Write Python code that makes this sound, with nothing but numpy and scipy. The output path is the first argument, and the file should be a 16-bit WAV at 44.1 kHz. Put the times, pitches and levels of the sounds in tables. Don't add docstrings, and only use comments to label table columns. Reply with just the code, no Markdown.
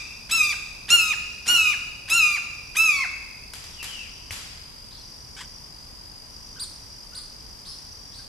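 import sys
import numpy as np
from scipy import signal
from scipy.fft import rfft, irfft, next_fast_len
from scipy.io import wavfile
from scipy.ndimage import map_coordinates

SR = 44100
rng = np.random.default_rng(int(sys.argv[2]) if len(sys.argv) > 2 else 0)


def store_wav(level_fs):
    pcm = np.round(np.clip(np.atleast_2d(level_fs), -1, 1) * 32767)
    wavfile.write(sys.argv[1], SR, pcm.T.astype(np.int16))


N = 365148
T = np.arange(N) / SR


def amp(db):
    return 10 ** (np.asarray(db) / 20)


def unit(x):
    return x / np.sqrt(np.mean(x ** 2) + 1e-20)


def along(points, hz):
    freqs, values = np.transpose(points)
    return np.interp(np.log(hz + 1), np.log(freqs + 1), values)


def wobble(rate_hz, size=N):
    knots = rng.standard_normal(int(size * rate_hz / SR) + 4)
    return map_coordinates(knots, [np.arange(size) * rate_hz / SR])


def phase_rad(hz):
    return 2 * np.pi * np.cumsum(hz) / SR


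def gate(t, start, end, fade):
    return np.clip(np.minimum(t - start, end - t) / fade, 0, 1)


def filtered(x, response):
    size = next_fast_len(N + 8192)
    return irfft(rfft(x, size) * response(np.fft.rfftfreq(size, 1 / SR)), size)[..., :N]


def shaped(x, spectrum):
    return filtered(x, lambda hz: amp(along(spectrum, hz)))


def noise(spectrum):
    return unit(shaped(rng.standard_normal(N), spectrum))


def placed(x, pan_db):
    return x * amp([[pan_db / 2], [-pan_db / 2]])


# freq_hz, correlation
COHERENCE = [(60, 0.9), (130, 0.46), (280, 0.19), (620, 0.18), (1350, 0.021), (2930, 0.22), (6390, 0.11),
             (13900, -0.25)]

def wide_noise(spectrum):
    def mid_side_gains(hz):
        angle = np.arccos(np.clip(along(COHERENCE, hz), -1, 1)) / 2
        return amp(along(spectrum, hz)) * [np.cos(angle), np.sin(angle)]
    mid, side = filtered(rng.standard_normal((2, N)), mid_side_gains)
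    return unit(np.array([mid + side, mid - side]))


# freq_hz, t60_s
WOODS_DECAY = [(200, 1.1), (1200, 1.07), (2600, 1.43), (5000, 1.33), (9000, 0.82), (14000, 0.34)]

def woods(x, near_db=2, near_t60_s=0.62, build_s=0.0094, spread=0.65):
    hz, t, bins = signal.stft(rng.standard_normal((2, SR * 3 // 2)), SR, nperseg=256)
    decay = amp(-60 * t / along(WOODS_DECAY, hz)[:, None]) + amp(near_db - 60 * t / near_t60_s)
    mid, side = signal.istft(bins * decay * (1 - np.exp(-t / build_s)), SR, nperseg=256)[1]
    tail = np.array([mid + spread * side, mid - spread * side])
    return signal.fftconvolve(x[None], tail / np.linalg.norm(tail[0]), axes=1)[:, :N]


def limbs(x, reach_s=.014, count=10):
    delays = (SR * reach_s * rng.random((2, count))).astype(int) + 40
    gains = rng.standard_normal((2, count))
    taps = np.array([np.bincount(delay, unit(gain), SR // 10) for delay, gain in zip(delays, gains)])
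    return signal.fftconvolve(x[None], taps / np.sqrt(count), axes=1)[:, :N]


# freq_hz, density_db
RUMBLE = [(12, -37), (20, -6), (54, -4), (147, -11), (172, -13), (210, -13.5), (357, -20), (408, -19.5),
          (694, -23), (990, -19.5), (1410, -26), (2630, -27), (4000, -29.5), (5200, -50), (8800, -120)]
LEAF_HISS = [(2500, -29.5), (4000, 9), (7000, 7.5), (9000, 13.5), (12000, 12), (14000, -20)]

def outdoors(rumble_db=-48, hiss_db=-58):
    rumble = amp(rumble_db + 0.18 * wobble(4.9)) * wide_noise(RUMBLE)
    return rumble + amp(hiss_db + 0.13 * wobble(4.1)) * wide_noise(LEAF_HISS)


# freq_hz, density_db
TRILL_SPECTRUM = [(3900, -60), (4400, -21.5), (4650, -11), (4800, -5), (4930, -5.5), (5080, -8.5),
                  (5220, -19), (5600, -32)]

def trilling_insect(pulse_hz=48, level_db=-45.5):
    pulsing = unit(1 + .35 * np.sin(phase_rad(pulse_hz * (1 + .012 * wobble(4)))))
    return placed(amp(level_db) * pulsing * wide_noise(TRILL_SPECTRUM), pan_db=2)


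# start_s, end_s, level_db
WING_BOUTS = [(-.2, .55, -51.5), (1.105, 1.8, -51), (2.4, 3.1, -53), (3.6, 4.548, -50.5), (4.957, 5.7, -51),
              (6.276, 7.076, -51.5), (7.08, 7.652, -55.5), (7.648, 8.24, -50)]

def near_insect(stroke_hz=30.5, top_hz=5950, fall=.14):
    stroke = (phase_rad(stroke_hz * (1 + .015 * wobble(3))) / (2 * np.pi)) % 1
    closing = np.clip(stroke / .58, 0, 1)
    jitter = .021 * wobble(1100) + .012 * wobble(30)
    tone = np.sin(phase_rad(top_hz * (1 - fall * closing) * (1 + jitter)))
    bouts = sum(amp(db) * gate(T, start_s, end_s, 0.03) for start_s, end_s, db in WING_BOUTS)
    song = bouts * amp(1.5 * wobble(25)) * unit(tone * np.sin(np.pi * closing))
    return .62 * placed(song, pan_db=3) + .65 * woods(song, near_db=20, near_t60_s=.12, build_s=.004)


# freq_hz, density_db
CHORUS_SPECTRUM = [(4200, -32), (5000, -16), (5500, -5), (5900, 3), (6300, -6), (6900, -11), (8000, -37)]

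def insect_chorus(level_db=-56):
    return amp(level_db + wobble(2.57)) * wide_noise(CHORUS_SPECTRUM)


# freq_hz, gain_db
THROAT_AND_NEST = [(950, -27), (1090, -19.5), (1150, -26), (1235, -17.5), (1285, -22.5), (1420, -10.5),
                   (1950, -13.5), (2120, -7.5), (2380, -10.5), (2485, -.5), (2555, -7), (2660, -1.5),
                   (2740, -5), (2820, 1.5)]
OVERTONES_DB = [-7.5, -5, -6.5, -10.5, -15.5, -15, -17.5, -18, -18]
# freq_hz, density_db
BREATH = [(150, -0.5), (300, 0), (600, -21), (1000, 8.5), (1800, 1), (2600, -4.5), (3500, 4), (5000, -25),
          (7000, -3), (11000, -1), (14000, -33)]
RATTLE = [(100, -12), (280, 3.5), (600, -2), (1080, 5), (1500, -2), (2500, 7), (6000, -7), (11000, -11),
          (14000, -20)]

def scream(start_s, length_s, crest_s, crest_width_s, base_hz, slide_hz_per_s, crest_hz,
           tone_db, overtone_db, rattle_db, scoop_s=.024, drop_s=0.0276, rattle_s=.075):
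    end_s = start_s + length_s
    span = (T > start_s - scoop_s) & (T < end_s + drop_s)
    t = T[span]
    flutter = lambda rate_hz: wobble(rate_hz, size=len(t))
    age_s = np.clip(t - start_s, 0, length_s)
    scoop = np.clip((start_s - t) / scoop_s, 0, 1)
    drop = np.clip((t - end_s) / drop_s, 0, 1)
    slack = np.clip(5 * (scoop + drop), 0, 1)
    fade_db = 55.5 * age_s
    attack_db = 7 * np.exp(-age_s / .013)
    held_db = tone_db - 8.5 * age_s - attack_db + 1.5 * flutter(49.7)

    crest = np.exp(-((age_s - crest_s) / crest_width_s) ** 2)
    settle = 1 - 0.0388 * np.exp(-age_s / 0.01016)
    droop = 1 - 0.0527 * np.exp((age_s - length_s) / 0.01463)
    held_hz = (base_hz - slide_hz_per_s * age_s + crest_hz * crest) * settle * droop
    pitch_hz = held_hz * (1 - .5 * scoop ** .8) * (1 - .42 * drop ** 0.579)
    jitter = 0.0039 * (1 + 0.11 * fade_db) + 0.032 * slack
    phase = phase_rad(pitch_hz * (1 + jitter * flutter(900) + 0.0026 * flutter(119)))

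    fundamental = amp(held_db + along(THROAT_AND_NEST, held_hz)) * np.sin(phase)
    tone = np.sin(2 * phase) + 0.71 * slack * np.sin(3 * phase)
    tone *= amp(held_db + along(THROAT_AND_NEST, 2 * held_hz))
    bright_db = overtone_db - fade_db
    overtones = 0
    for k, gain_db in enumerate(OVERTONES_DB, 3):
        narrowing_db = 0.041 * abs(k - 5) * fade_db
        flicker_db = 3.5 * flutter(45.6) + 2 * flutter(400.5)
        overtones += amp(bright_db + gain_db - narrowing_db + flicker_db) * np.sin(k * phase)
    overtones *= amp(-12 * drop)

    puffs = 1 + np.cos(phase)
    breath = amp(bright_db - 15 + 9 * slack) * noise(BREATH)[span] * puffs
    rattle = amp(rattle_db) * np.exp(-(age_s / rattle_s) ** 4) * noise(RATTLE)[span]
    ends_db = np.where(t < start_s, -12, -10) + 2.3 * flutter(253.2)
    envelope = amp(slack * ends_db) * gate(t, start_s - scoop_s, end_s + drop_s, 0.011)
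    call = np.zeros(N)
    call[span] = envelope * (np.sqrt(2) * (fundamental + tone + overtones) + breath + rattle)
    return call


# start_s, length_s, crest_s, crest_width_s, base_hz, slide_hz_per_s, crest_hz,
# tone_db, overtone_db, rattle_db, pan_db
HAWK_SCREAMS = [(0.314, 0.21, .036, 0.048, 1252, 311, 104.5, -16.5, -23, -55, 0),
                (.904, 0.22, 0.032, 0.056, 1284, 81.2, 134.6, -15.5, -22.5, -35, 0),
                (1.48, 0.25, 0.046, 0.053, 1372, 624.6, 102.9, -16, -22, -33.5, -.3),
                (2.102, .263, .062, .041, 1293, 415.6, 123.1, -14.5, -23, -42, 0),
                (2.769, .27, .066, .087, 1179, 389.5, 168, -13.5, -25, -49, -1.3)]

def hawk(direct_db=-1.52, limbs_db=-14, echo_db=-8, earlier_db=-8, earlier_s=0.63):
    calls = [scream(*row[:-1]) for row in HAWK_SCREAMS]
    direct = sum(placed(call, pan_db=row[-1]) for call, row in zip(calls, HAWK_SCREAMS))
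    treble_lift = [(1300, -1.5), (2500, 7.5), (5000, 5.5), (12000, 8.5)]
    glints = shaped(sum(limbs(call) for call in calls), treble_lift)
    lead = round(earlier_s * SR)
    earlier = np.pad(woods(calls[0])[:, lead:], ((0, 0), (0, lead)))
    echo = sum(woods(call) for call in calls)
    return amp(direct_db) * direct + amp(limbs_db) * glints + amp(echo_db) * echo + amp(earlier_db) * earlier


# start_s, crack_db, send_db, thud_db, ring_db
TWIG_SNAPS = [(3.536, -32, -34, -52, -60), (3.553, -38.5, -44, -54, -62), (3.641, -38, -39.5, -63, -49),
              (3.828, -29.5, -29, -60, -53), (3.842, -33, -42, -60, -55), (4.308, -35, -27, -33, -27)]
# freq_hz, density_db
CRACK_SPECTRUM = [(150, -15), (500, -5.5), (1200, -1), (2500, 3), (4000, 1), (7000, -1), (11000, -3.5),
                  (14000, -8)]
RING_SPECTRUM = [(1200, -23), (2100, -2), (2550, 0), (2900, 0), (3600, -24), (6000, -40)]

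def twigs(crack_t60_s=0.019, splinter_t60_s=0.11, ring_t60_s=0.022, thud_t60_s=.12, thud_hz=95):
    direct, impulses = np.zeros((2, N))
    crack, ring = noise(CRACK_SPECTRUM), noise(RING_SPECTRUM)
    for start_s, crack_db, send_db, thud_db, ring_db in TWIG_SNAPS:
        age_s = np.maximum(T - start_s, 0)
        decay = lambda db, t60_s: (T >= start_s) * amp(db - 60 * age_s / t60_s)
        direct += crack * (decay(crack_db, crack_t60_s) + decay(crack_db - 13, splinter_t60_s))
        direct += ring * decay(ring_db, ring_t60_s)
        direct += np.sin(2 * np.pi * thud_hz * age_s) * decay(thud_db, thud_t60_s)
        impulses[round(start_s * SR)] = amp(send_db)
    echo = woods(impulses, near_db=-12, near_t60_s=1.0, build_s=0.0067, spread=0.88)
    return placed(direct, pan_db=2.5) + amp(29.5) * placed(shaped(echo, CRACK_SPECTRUM), pan_db=1.5)


# time_s, pitch_hz, level_db
FAR_CONTOUR = [(3.719, 3770, -52), (3.765, 2995, -53), (3.81, 2740, -35.5), (3.832, 2200, -49),
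               (3.865, 3070, -39), (3.919, 3065, -37), (3.99, 2720, -39.5), (4.041, 2526, -43.5),
               (4.08, 2140, -49)]

def far_hawk(direct_db=-6, limbs_db=-6, echo_db=-4, jitter=.028):
    time_s, pitch_hz, level_db = np.transpose(FAR_CONTOUR)
    phase = phase_rad(np.interp(T, time_s, pitch_hz) * (1 + jitter * wobble(900)))
    envelope = amp(np.interp(T, time_s, level_db)) * gate(T, time_s[0], time_s[-1], 0.008)
    call = np.sqrt(2) * np.sin(phase) * envelope
    early = amp(direct_db) * call + amp(limbs_db) * limbs(call)
    return placed(early + amp(echo_db) * woods(call, near_db=10, near_t60_s=0.16), pan_db=5)


# start_s, rise_s, fall_s, top_hz, arch_ratio, level_db, octave_db, send_db
PEEP_NOTES = [(4.907, 0.027, 0.026, 4340, 0.4, -53, -16, 4.5),
              (6.557, 0.012, 0.028, 1586, 0.37, -52, -7, -6),
              (6.593, 0.024, 0.032, 4805, 0.38, -35, -1.5, -5),
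              (7.115, 0.028, .012, 1470, 0.17, -56.5, -5, 1),
              (7.145, 0.025, 0.026, 4904, 0.39, -39.5, -4.5, -1.5),
              (7.645, .052, 0.024, 5310, 0.5, -45, -9.5, 5),
              (8.115, 0.056, 0.024, 4740, 0.42, -60, -8, 14.5),
              (8.19, 0.01, 0.0088, 1600, 0.14, -55, -10, -8)]

def peeps(upper_db=-17, jitter=0.0083, limbs_db=-9, breath_db=-15):
    direct, send = np.zeros((2, N))
    breath = amp(breath_db) * noise(BREATH)
    for start_s, rise_s, fall_s, top_hz, arch_ratio, level_db, octave_db, send_db in PEEP_NOTES:
        span = (T > start_s) & (T < start_s + rise_s + fall_s)
        from_top = np.interp(T[span] - start_s, [0, rise_s, rise_s + fall_s], [-1, 0, 1])
        pitch_hz = top_hz * (1 - arch_ratio * abs(from_top) ** 2.4)
        phase = phase_rad(pitch_hz * (1 + jitter * wobble(700, size=len(from_top))))
        partials = np.sin(2 * phase) + amp(upper_db) * np.sin(2.8 * phase)
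        tone = np.sqrt(2) * (np.sin(phase) + amp(octave_db) * partials)
        direct[span] = amp(level_db) * gate(from_top, -1, 1, .35) * (tone + breath[span])
        send[span] = amp(send_db) * direct[span]
    early = placed(direct, pan_db=0.5) + amp(limbs_db) * limbs(direct)
    return early + woods(send, near_db=11, near_t60_s=0.39, build_s=0.0069)


# freq_hz, gain_db
CROAK_FORMANTS = [(700, -18), (1100, -1), (1650, -1.5), (2250, -2.5), (2750, -8), (3300, 3.5), (3900, -10),
                  (6500, -12), (8000, -9), (10000, -18), (13000, -26)]

def croak(start_s=5.364, swell_s=.051, release_s=0.04, rest_hz=774, rest_db=-42, jitter=.08):
    since_break_s = T - start_s - swell_s
    push = np.exp(-abs(since_break_s) / 0.0086)
    level_db = rest_db + 9 * push - 10 * np.clip(since_break_s / release_s, 0, 1)
    phase = phase_rad(rest_hz * (1 + 0.5 * push) * (1 + jitter * wobble(1200)))
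    pulses = unit(sum(np.sin(k * phase) for k in range(1, 13)))
    voice = unit(shaped(pulses + amp(-3) * rng.standard_normal(N), CROAK_FORMANTS))
    note = voice * amp(level_db) * gate(since_break_s, -swell_s, release_s, 0.0037)
    return placed(note, pan_db=2) + amp(-15) * woods(note)


def scene():
    events = hawk() + far_hawk() + peeps() + croak() + twigs()
    return events + trilling_insect() + near_insect() + insect_chorus() + outdoors()


# freq_hz, gain_db
MIC_RESPONSE = [(11500, 0), (13100, -1), (13500, -2), (13900, -12)]

def record(dry, limit_hz=13900):
    return filtered(dry, lambda hz: amp(along(MIC_RESPONSE, hz)) * (hz < limit_hz))


dry = scene()
out = record(dry)
store_wav(out)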